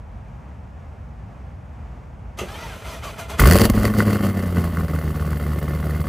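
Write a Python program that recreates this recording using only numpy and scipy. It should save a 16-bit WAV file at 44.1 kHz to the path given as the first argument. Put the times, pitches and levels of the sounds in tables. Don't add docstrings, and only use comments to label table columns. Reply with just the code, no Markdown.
import sys
import numpy as np
from scipy import signal
from scipy.fft import rfft, irfft
from scipy.io import wavfile
from scipy.ndimage import uniform_filter1d

SR = 44100
rng = np.random.default_rng(int(sys.argv[2]) if len(sys.argv) > 2 else 0)


def master(y):
    cut = np.clip(np.atleast_2d(y).T, -1, 1)
    pcm = np.round(cut * 32767)
    wavfile.write(sys.argv[1], SR, pcm.astype(np.int16))


def magnitude_from_level(level_db):
    exponent = np.asarray(level_db, float) / 20
    return 10 ** exponent


N = 268128
TIME = np.arange(N) / SR

FIRST_FIRING_S = 3.395
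TIP_EDGE_HZ = 2330
SIZZLE_HZ = 9100
# f/Hz, width/Hz, level/dB
TIPS = [(1104, 74, 3.5), (1270, 123, 0), (1461, 86, 0.5), (1788, 33, 1), (1970, 73, -1.5), (2110, 44, 1)]
# f/Hz, density/dB per Hz
JET = [(1350, -7), (2300, -8), (3960, -14), (4550, -2), (5220, -12), (8780, -11.5), (9520, -11.5),
       (10600, -9), (14200, -12), (16000, -8.5)]


def rms_one(x):
    return x / np.sqrt(np.mean(x ** 2) + 1e-20)


def coloured(points):
    hz, points = np.maximum(np.arange(N // 2 + 1) * SR / N, 1), np.array(points)
    gain = magnitude_from_level(np.interp(np.log(hz), np.log(points[:, 0]), points[:, 1]))
    return rms_one(irfft(rfft(rng.standard_normal(N)) * gain, N))


def drift(rate_hz):
    r = np.exp(-2 * np.pi * rate_hz / SR)
    return rms_one(signal.lfilter([1], [1, -2 * r, r * r], rng.standard_normal(N + SR))[SR:])


def resonate(x, modes):
    out = 0
    for k, (hz, width_hz, db) in enumerate(modes):
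        r = np.exp(-np.pi * width_hz / SR)
        a = [1, -2 * r * np.cos(2 * np.pi * hz / SR), r * r]
        b = np.array([1, 0, -1]) * (1 - r * r) / 2
        out = out + (-1) ** k * magnitude_from_level(db) * signal.lfilter(b, a, x + 1e-18)
    return out


def cut(x, hz, kind, order=2):
    return signal.sosfilt(signal.butter(order, hz, kind, fs=SR, output="sos"), x)


def puff(clicks, rise_s, fall_s):
    for tau_s in (rise_s, fall_s):
        r = np.exp(-1 / (max(tau_s, 1e-4) * SR))
        clicks = signal.lfilter([1 - r], [1, -r], clicks + 1e-18)
    return clicks


def smooth(x, span_s):
    return uniform_filter1d(x, max(int(span_s * SR), 1))


def evened(x, window_s=0.24):
    power = uniform_filter1d(x ** 2, int(window_s * SR), mode="reflect").clip(0)
    return x / np.sqrt(power + 1e-3 * np.mean(x ** 2))


def ramps(starts_s, values, slopes):
    row = np.maximum(np.searchsorted(starts_s, TIME) - 1, 0)
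    return values[row] + slopes[row] * np.maximum(TIME - starts_s[row], 0)


def train(at, db, jitter_s):
    clicks = np.zeros(N)
    jitter = (jitter_s * SR * rng.standard_normal(len(at))).astype(int)
    clicks[np.clip(at + jitter, 0, N - 1)] = magnitude_from_level(db)
    return clicks


def traffic():
    # f/Hz, density/dB per Hz
    rumble = [(18, -45), (30, -88), (47, -3.5), (71, -2.5), (97, -8), (222, -20), (337, -31), (794, -28),
              (1030, -32.5), (1520, -38.5), (1690, -39.5), (2430, -43.5), (3980, -57.5), (6360, -58),
              (15000, -73.5)]
    # f/Hz, side minus mid/dB
    side_over_mid = np.array([(60, -27), (110, -7), (200, -7), (380, 4.5), (700, -3), (1290, 9),
                              (2380, -11.5), (4400, -9), (8120, -16), (15000, 9)])
    hz, db = np.transpose(rumble)
    side_db = db + np.interp(np.log(hz), np.log(side_over_mid[:, 0]), side_over_mid[:, 1])
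    mid = coloured(rumble) * magnitude_from_level(.7 * drift(3.))
    side = magnitude_from_level(-17.0) * coloured(np.transpose([hz, side_db]))
    return magnitude_from_level(-35.5) * (mid + side * [[1], [-1]])


def lot(x):
    out, dull = np.array([x, x]), cut(x, [200., 2200.], "band", order=1)
    echoes = [(.0031, -23), (.0043, -70), (.021, -28.5), (.027, -24.5), (.063, -51), (.081, -49)]
    for k, (lag_s, db) in enumerate(echoes):
        lag = int(lag_s * SR)
        out[k % 2, lag:] += magnitude_from_level(db) * dull[:-lag]
    return out


def clunk():
    # f/Hz, level/dB, t60/s
    bell_housing = [(371., -2., .06), (700., -4., .02), (1230., -9., .02), (2050., -6., .02),
                    (2700., -1., .03), (3350., -8., .02), (6160., -12., .015)]
    # f/Hz, width/Hz, level/dB
    seat_modes = [(188, 46, -1.5), (360, 38, 4), (475, 130, -0.5)]
    strike_s, seat_s = 2.386, 2.41
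    rattle = puff(train(np.array([int(strike_s * SR)]), 59.4, 0), 0.00074, 0.03) * rng.standard_normal(N)
    modes = [(hz, np.log(1000) / np.pi / t60_s, db) for hz, db, t60_s in bell_housing]
    wide = .12 * cut(rattle, [300., 4000.], "band", order=1)
    seat = puff(train(np.array([int(seat_s * SR)]), 54.5, 0), 0.0023, .03) * rng.standard_normal(N)
    return magnitude_from_level(-5.) * (resonate(rattle, modes) + wide) + resonate(seat, seat_modes)


def gear_whine():
    # t/s, length/s, mesh f/Hz, glide/Hz per s, level/dB
    glides = [
        (2.462, .19, 725, 1348.5, -43),
        (2.64, 0.12, 960, -2700, -42.5),
        (2.861, .11, 1120, -2600, -43),
        (3.024, 0.094, 1250, -2300, -44.5),
        (3.185, 0.062, 678, -500, -39.5),
        (3.31, 0.06, 658, -100, -39.5),
    ]
    # multiple of the mesh, level/dB
    gears = [(1., 0.), (1.55, -10.), (2.12, -2.), (2.65, -12.), (3.2, -11.), (3.7, -13.), (4.25, -13.),
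             (5.1, -13.), (6., -14.), (6.7, -17.)]
    fade_s, inertia_s = 0.053, 0.055
    s, length_s, mesh_hz, glide, level_db = np.transpose(glides)
    sounding = (ramps(s, length_s, 0 * s - 1) > 0) * (TIME > s[0])
    singing = smooth(magnitude_from_level(ramps(s, level_db, 0 * s)) * sounding, fade_s)
    speed_hz = smooth(ramps(s, mesh_hz, glide), inertia_s) * (1 + .012 * drift(50.))
    angle = 2 * np.pi * np.cumsum(speed_hz) / SR
    return singing * sum(magnitude_from_level(db + 4 * drift(25.)) * np.sin(times * angle) for times, db in gears)


def grind_and_brushes():
    # t/s, grind level/dB, fall/dB per s
    surges = [
        (2.381, -33.5, 94),
        (2.48, -39, -2),
        (2.6, -37.5, 15),
        (2.849, -36.5, -1),
        (2.94, -34.5, 118),
        (3.031, -32.5, 76),
        (3.184, -29, 177),
        (3.29, -29.5, 160),
        (3.384, -22, 50),
    ]
    # f/Hz, density/dB per Hz
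    teeth = [(88, -36), (150, 3), (373, -7.5), (413, 1.5), (660, -3.5), (732, -12), (776, -4),
             (1930, -10.5), (2070, -10.5), (5000, -17), (6500, -51), (11000, -120)]
    # f/Hz, width/Hz, level/dB
    casing = [(660., 60, 1), (1354, 155, 8.5), (2060, 60, 1), (2433, 110, 9), (3050., 90, 2.5),
              (3407, 90, 8), (4190, 57, -22), (4530, 81, -10.)]
    # f/Hz, density/dB per Hz
    brushes = [(2350, -31), (4000, -16), (4390, -16), (6110, 4), (6630, -2), (8260, -0.5), (9220, -3.5),
               (9550, -7), (10600, -1), (15100, -9), (16000, -9)]
    off_s, rise_s = 3.42, 0.024
    surge_s, surge_db, fall = np.transpose(surges)
    grind_db = smooth(ramps(surge_s, surge_db, -fall), rise_s)
    brush_db = -49 + 1.36 * (grind_db + 38)
    engaged = smooth(1. * (TIME > surge_s[0]) * (TIME < off_s), rise_s)
    grind = coloured(teeth)
    grind = (grind + rms_one(resonate(grind, casing))) * magnitude_from_level(1.5 * drift(60.))
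    return engaged * (magnitude_from_level(grind_db - 3.0) * grind + magnitude_from_level(brush_db) * coloured(brushes))


def starter():
    return gear_whine() + grind_and_brushes() + clunk()


def firings():
    # t/s, firing rate/Hz
    speed = [(3.39, 43.24), (3.44, 49.38), (3.49, 78.34), (3.55, 94.87), (3.62, 104.29), (3.7, 106.1),
             (4.0, 105.2), (4.15, 103.4), (4.45, 90.9), (4.6, 85.8), (4.9, 78.4), (5.1, 76.0), (5.5, 73.8),
             (5.9, 75.15), (6.08, 74.47)]
    # t/s, firings in the run, level/dB
    uneven = [(3.586, 2, -25), (3.616, 2, 5.5), (3.635, 1, -19), (3.682, 2, -18), (3.701, 1, 15),
              (3.72, 2, -5), (3.748, 1, 10.5), (3.777, 1, 13), (3.928, 1, -6), (4.071, 1, 6.5),
              (4.148, 1, -14), (4.187, 1, -18), (4.227, 1, -18), (4.328, 2, -8.5), (4.392, 1, -10),
              (4.424, 1, -12), (4.581, 1, 8.5), (4.723, 1, -14), (4.784, 1, 6.5), (4.872, 2, -12),
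              (4.987, 1, 2.5), (5.013, 1, -10), (5.143, 1, -11), (5.197, 1, -11), (5.304, 1, -10),
              (5.397, 1, -21), (5.613, 1, -24), (5.827, 1, -12), (6.001, 1, 4), (6.041, 1, -24)]
    cylinder_db = [0.2, -1, 0.8, -1.7, -0.2, 1, -7, 1]
    turn = np.cumsum(np.interp(TIME, *np.transpose(speed)) * (TIME >= FIRST_FIRING_S)) / SR
    at = np.searchsorted(turn, np.arange(int(turn[-1]) + 1) + 1e-9)
    db = np.resize(cylinder_db, len(at)) + 1.5 * rng.standard_normal(len(at))
    for s, run, odd_db in uneven:
        first = np.argmin(abs(at - s * SR))
        db[first:first + round(run)] = odd_db
    return turn, at, db


def voice(lost_db, idle_db, effort_share, catch_db=0, lost_share=0):
    # t/s, level over the settled idle/dB
    effort = [(3.385, -7), (3.4, 11.5), (3.5, 11), (3.66, 11), (3.71, 2.5), (3.87, 6.5), (3.92, 0),
              (4.0, 8.5), (4.05, 2.5), (4.14, 6), (4.21, 2), (4.24, 6), (4.34, -1), (4.38, 2.5),
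              (4.52, -0.5), (4.58, 3), (4.7, -0.12), (6.08, -0.26)]
    effort_db = np.interp(TIME, *np.transpose(effort), left=-150)
    catch = np.exp(-np.maximum(TIME - FIRST_FIRING_S, 0) / 0.083)
    return magnitude_from_level(idle_db + effort_share * effort_db + catch_db * catch + lost_share * lost_db)


def floor_boom(at, db):
    boom = cut(cut(train(at, 0.71 * db, 0.008), [40., 70.], "band"), 53.0, "low")
    boom_db = np.maximum(-11.5 - 38 * (TIME - FIRST_FIRING_S), -42)
    return magnitude_from_level(boom_db) * evened(boom, window_s=0.98)


def cold_pound(at):
    # f/Hz, width/Hz, level/dB
    cold_pipe = [(75, 54, .1), (150, 90, -.1)]
    lag_s, start_db, fade_db_per_s = .009, 38.5, 202
    pound_db = start_db - fade_db_per_s * (at / SR - FIRST_FIRING_S)
    return cut(resonate(train(at + int(lag_s * SR), pound_db, 0), cold_pipe), 196.0, "low")


def thump(turn, db):
    # f/Hz, width/Hz, level/dB
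    pipe = [(88., 45., 0.), (210., 125., -.5), (240., 100., -16.)]
    present = np.minimum(np.round(turn).astype(int), len(db) - 1)
    strength = magnitude_from_level(db)[present]
    turn = turn + .035 * rng.standard_normal(len(db))[present]
    leads = [0, np.pi / 4, np.pi / 2]
    orders = 0
    for k, mode in enumerate(pipe):
        wave = np.cos(2 * np.pi * (k + 1) * turn + leads[k])
        orders = orders + resonate(strength * wave, [mode])
    flow = resonate(rng.standard_normal(N), pipe[:2])
    return evened(orders, window_s=.2) + magnitude_from_level(-10.) * rms_one(flow)


def rasp(bark_gate, hiss_gate, lost_db):
    # f/Hz, width/Hz, level/dB
    silencer = [(294, 240, -6), (381, 47, 2.5), (455.5, 25, 2.5), (564, 69, 1.5), (723, 140, -7)]
    # f/Hz, width/Hz, level/dB
    tip_rim = [(2810, 150, -19)]
    # f/Hz, width/Hz, level/dB
    rim_modes = [(2710, 320, .1), (3190, 360, -.1)]
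    growl = evened(resonate((bark_gate + 0.32) * (rng.standard_normal(N) + 0.75), silencer))
    front = np.diff(bark_gate, prepend=0).clip(0)
    gas = bark_gate * rng.standard_normal(N) + 13.0 * front
    bark = evened(cut(resonate(gas, TIPS), TIP_EDGE_HZ, "low", order=6) + resonate(gas, tip_rim))
    rim = evened(resonate(resonate(gas, rim_modes), rim_modes))
    hiss = evened(hiss_gate * coloured(JET))
    sizzle = cut(hiss, SIZZLE_HZ, "high")
    body = voice(lost_db, -36.5, 1.8153, catch_db=-11.5, lost_share=0.04) * growl
    body = body + voice(lost_db, -39.5, 1.2654, catch_db=4, lost_share=0.24) * bark
    body = body + voice(lost_db, -57, 2, catch_db=-8, lost_share=-0.5) * rim
    jet = voice(lost_db, -46, 2.09, catch_db=-3, lost_share=0.37) * hiss
    jet = jet + voice(lost_db, -47, 0.36, catch_db=20, lost_share=-0.5) * sizzle
    return body, jet


def cracks(firing_s):
    # t/s, peak level/dB, hiss over bark/dB
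    late = [(3.6161, -13.5, 2), (3.653, -13.5, 5.5), (3.699, -15, 4), (3.736, -20, -14), (3.7665, -15, -19),
            (3.8125, -16, -30), (3.832, -15, -7), (3.8527, -9.5, -6.5), (3.8786, -12, -22),
            (3.938, -14, -16), (4.0033, -3.5, -35), (4.0794, -11, -26), (4.1079, -13, -18),
            (4.1566, -14, -19), (4.194, -20.5, -25), (4.2345, -15, -31), (4.568, -14, -28),
            (4.6746, -25, -15), (4.7194, -31, -21), (4.7708, -17, -16), (4.808, -23, -30),
            (4.882, -24.5, -11), (4.9604, -20.5, -24), (5.0776, -25, -23), (5.1954, -26, -18),
            (5.306, -27, -6), (5.3304, -16.5, -21), (5.827, -24, -29), (6.0408, -21, -32)]
    flare_s = firing_s[firing_s < 3.59]
    since_s = flare_s - FIRST_FIRING_S
    flare_db = -2.5 - 40 * since_s + 4.5 * rng.standard_normal(len(since_s))
    bright_db = np.minimum(-35 + 328 * since_s, -2)
    s, db, hiss_db = np.hstack([[flare_s, flare_db, bright_db], np.transpose(late)])
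    at = (s * SR).astype(int)
    front = train(at, db, 0)
    burst = puff(front, .0001, .002) * rng.standard_normal(N) + .08 * front
    damped = [(hz, 1.9 * width_hz, -2.) for hz, width_hz, _ in TIPS[::2]]
    crack = cut(resonate(burst, damped), TIP_EDGE_HZ + 200, "low")
    return magnitude_from_level(48.) * crack, magnitude_from_level(38.) * puff(train(at, db + hiss_db, 0), .0001, .0015)


def exhaust():
    jet_turn_db = [2.5, -2, -2.5, 2]
    missed_below_db, linger_s = -8, 0.0035
    bark_lead_s, hiss_lag_s = .0019, 0.0012
    pipe_gap_s = .009
    turn, at, db = firings()

    missed_db = np.where(db < missed_below_db, db, 0)
    tip_db = db - missed_db + np.roll(missed_db, -1)
    lost_db = np.interp(TIME - linger_s, at / SR, np.minimum(tip_db, 0))
    rasp_db = .6 * tip_db + 1.8 * rng.standard_normal(len(at))
    jet_db = rasp_db + np.resize(jet_turn_db, len(at))
    bark_clicks = train(at - int(bark_lead_s * SR), rasp_db, .0006)
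    bark_gate = evened(puff(bark_clicks, .00015, .0028)) + .18
    hiss_clicks = train(at + int(hiss_lag_s * SR), jet_db, 0.0012)
    hiss_gate = evened(puff(hiss_clicks, 0.00074, 0.0071)) + 0.37

    crack, snap_gate = cracks(at / SR)
    bark, hiss = rasp(bark_gate, hiss_gate, lost_db)
    bark_apart, hiss_apart = rasp(bark_gate, hiss_gate, lost_db)
    low = voice(lost_db, -22, 1.0357, catch_db=2, lost_share=0.5) * thump(turn, db)
    low = low + floor_boom(at, db) + cold_pound(at)
    shared = low + bark + hiss + crack + snap_gate * coloured(JET)

    jet_apart = hiss_apart + snap_gate * coloured(JET)
    apart = voice(0, -35.5, .9) * np.roll(low, int(pipe_gap_s * SR))
    apart = apart + voice(0, -27, 1) * bark_apart + voice(0, -19, .7) * jet_apart
    apart = apart + voice(0, -22, 0.99) * cut(jet_apart, SIZZLE_HZ, "high")
    return shared, apart


def scene():
    shared, apart = exhaust()
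    cranking = starter()
    underbody_s = .007
    apart = apart + magnitude_from_level(-18.5) * np.roll(cranking, int(underbody_s * SR))
    return lot(shared + cranking) + apart * [[1], [-1]] + traffic()


def low_pass(x):
    return signal.sosfilt(signal.butter(12, 16650, fs=SR, output="sos"), x)


def record(dry):
    # low f/Hz, high f/Hz
    treble_gaps = [(9280., 9750.), (12480., 12900.)]
    band = cut(dry, 34.0, "high")
    for edges_hz in treble_gaps:
        band = .08 * band + .92 * cut(band, edges_hz, "bandstop")
    rounded = .92 * np.tanh(band / .92)
    top_cut = signal.cheby2(14, 50, 15950, fs=SR, output="sos")
    return low_pass(signal.sosfilt(top_cut, rounded))


dry = scene()
out = record(dry)
master(out)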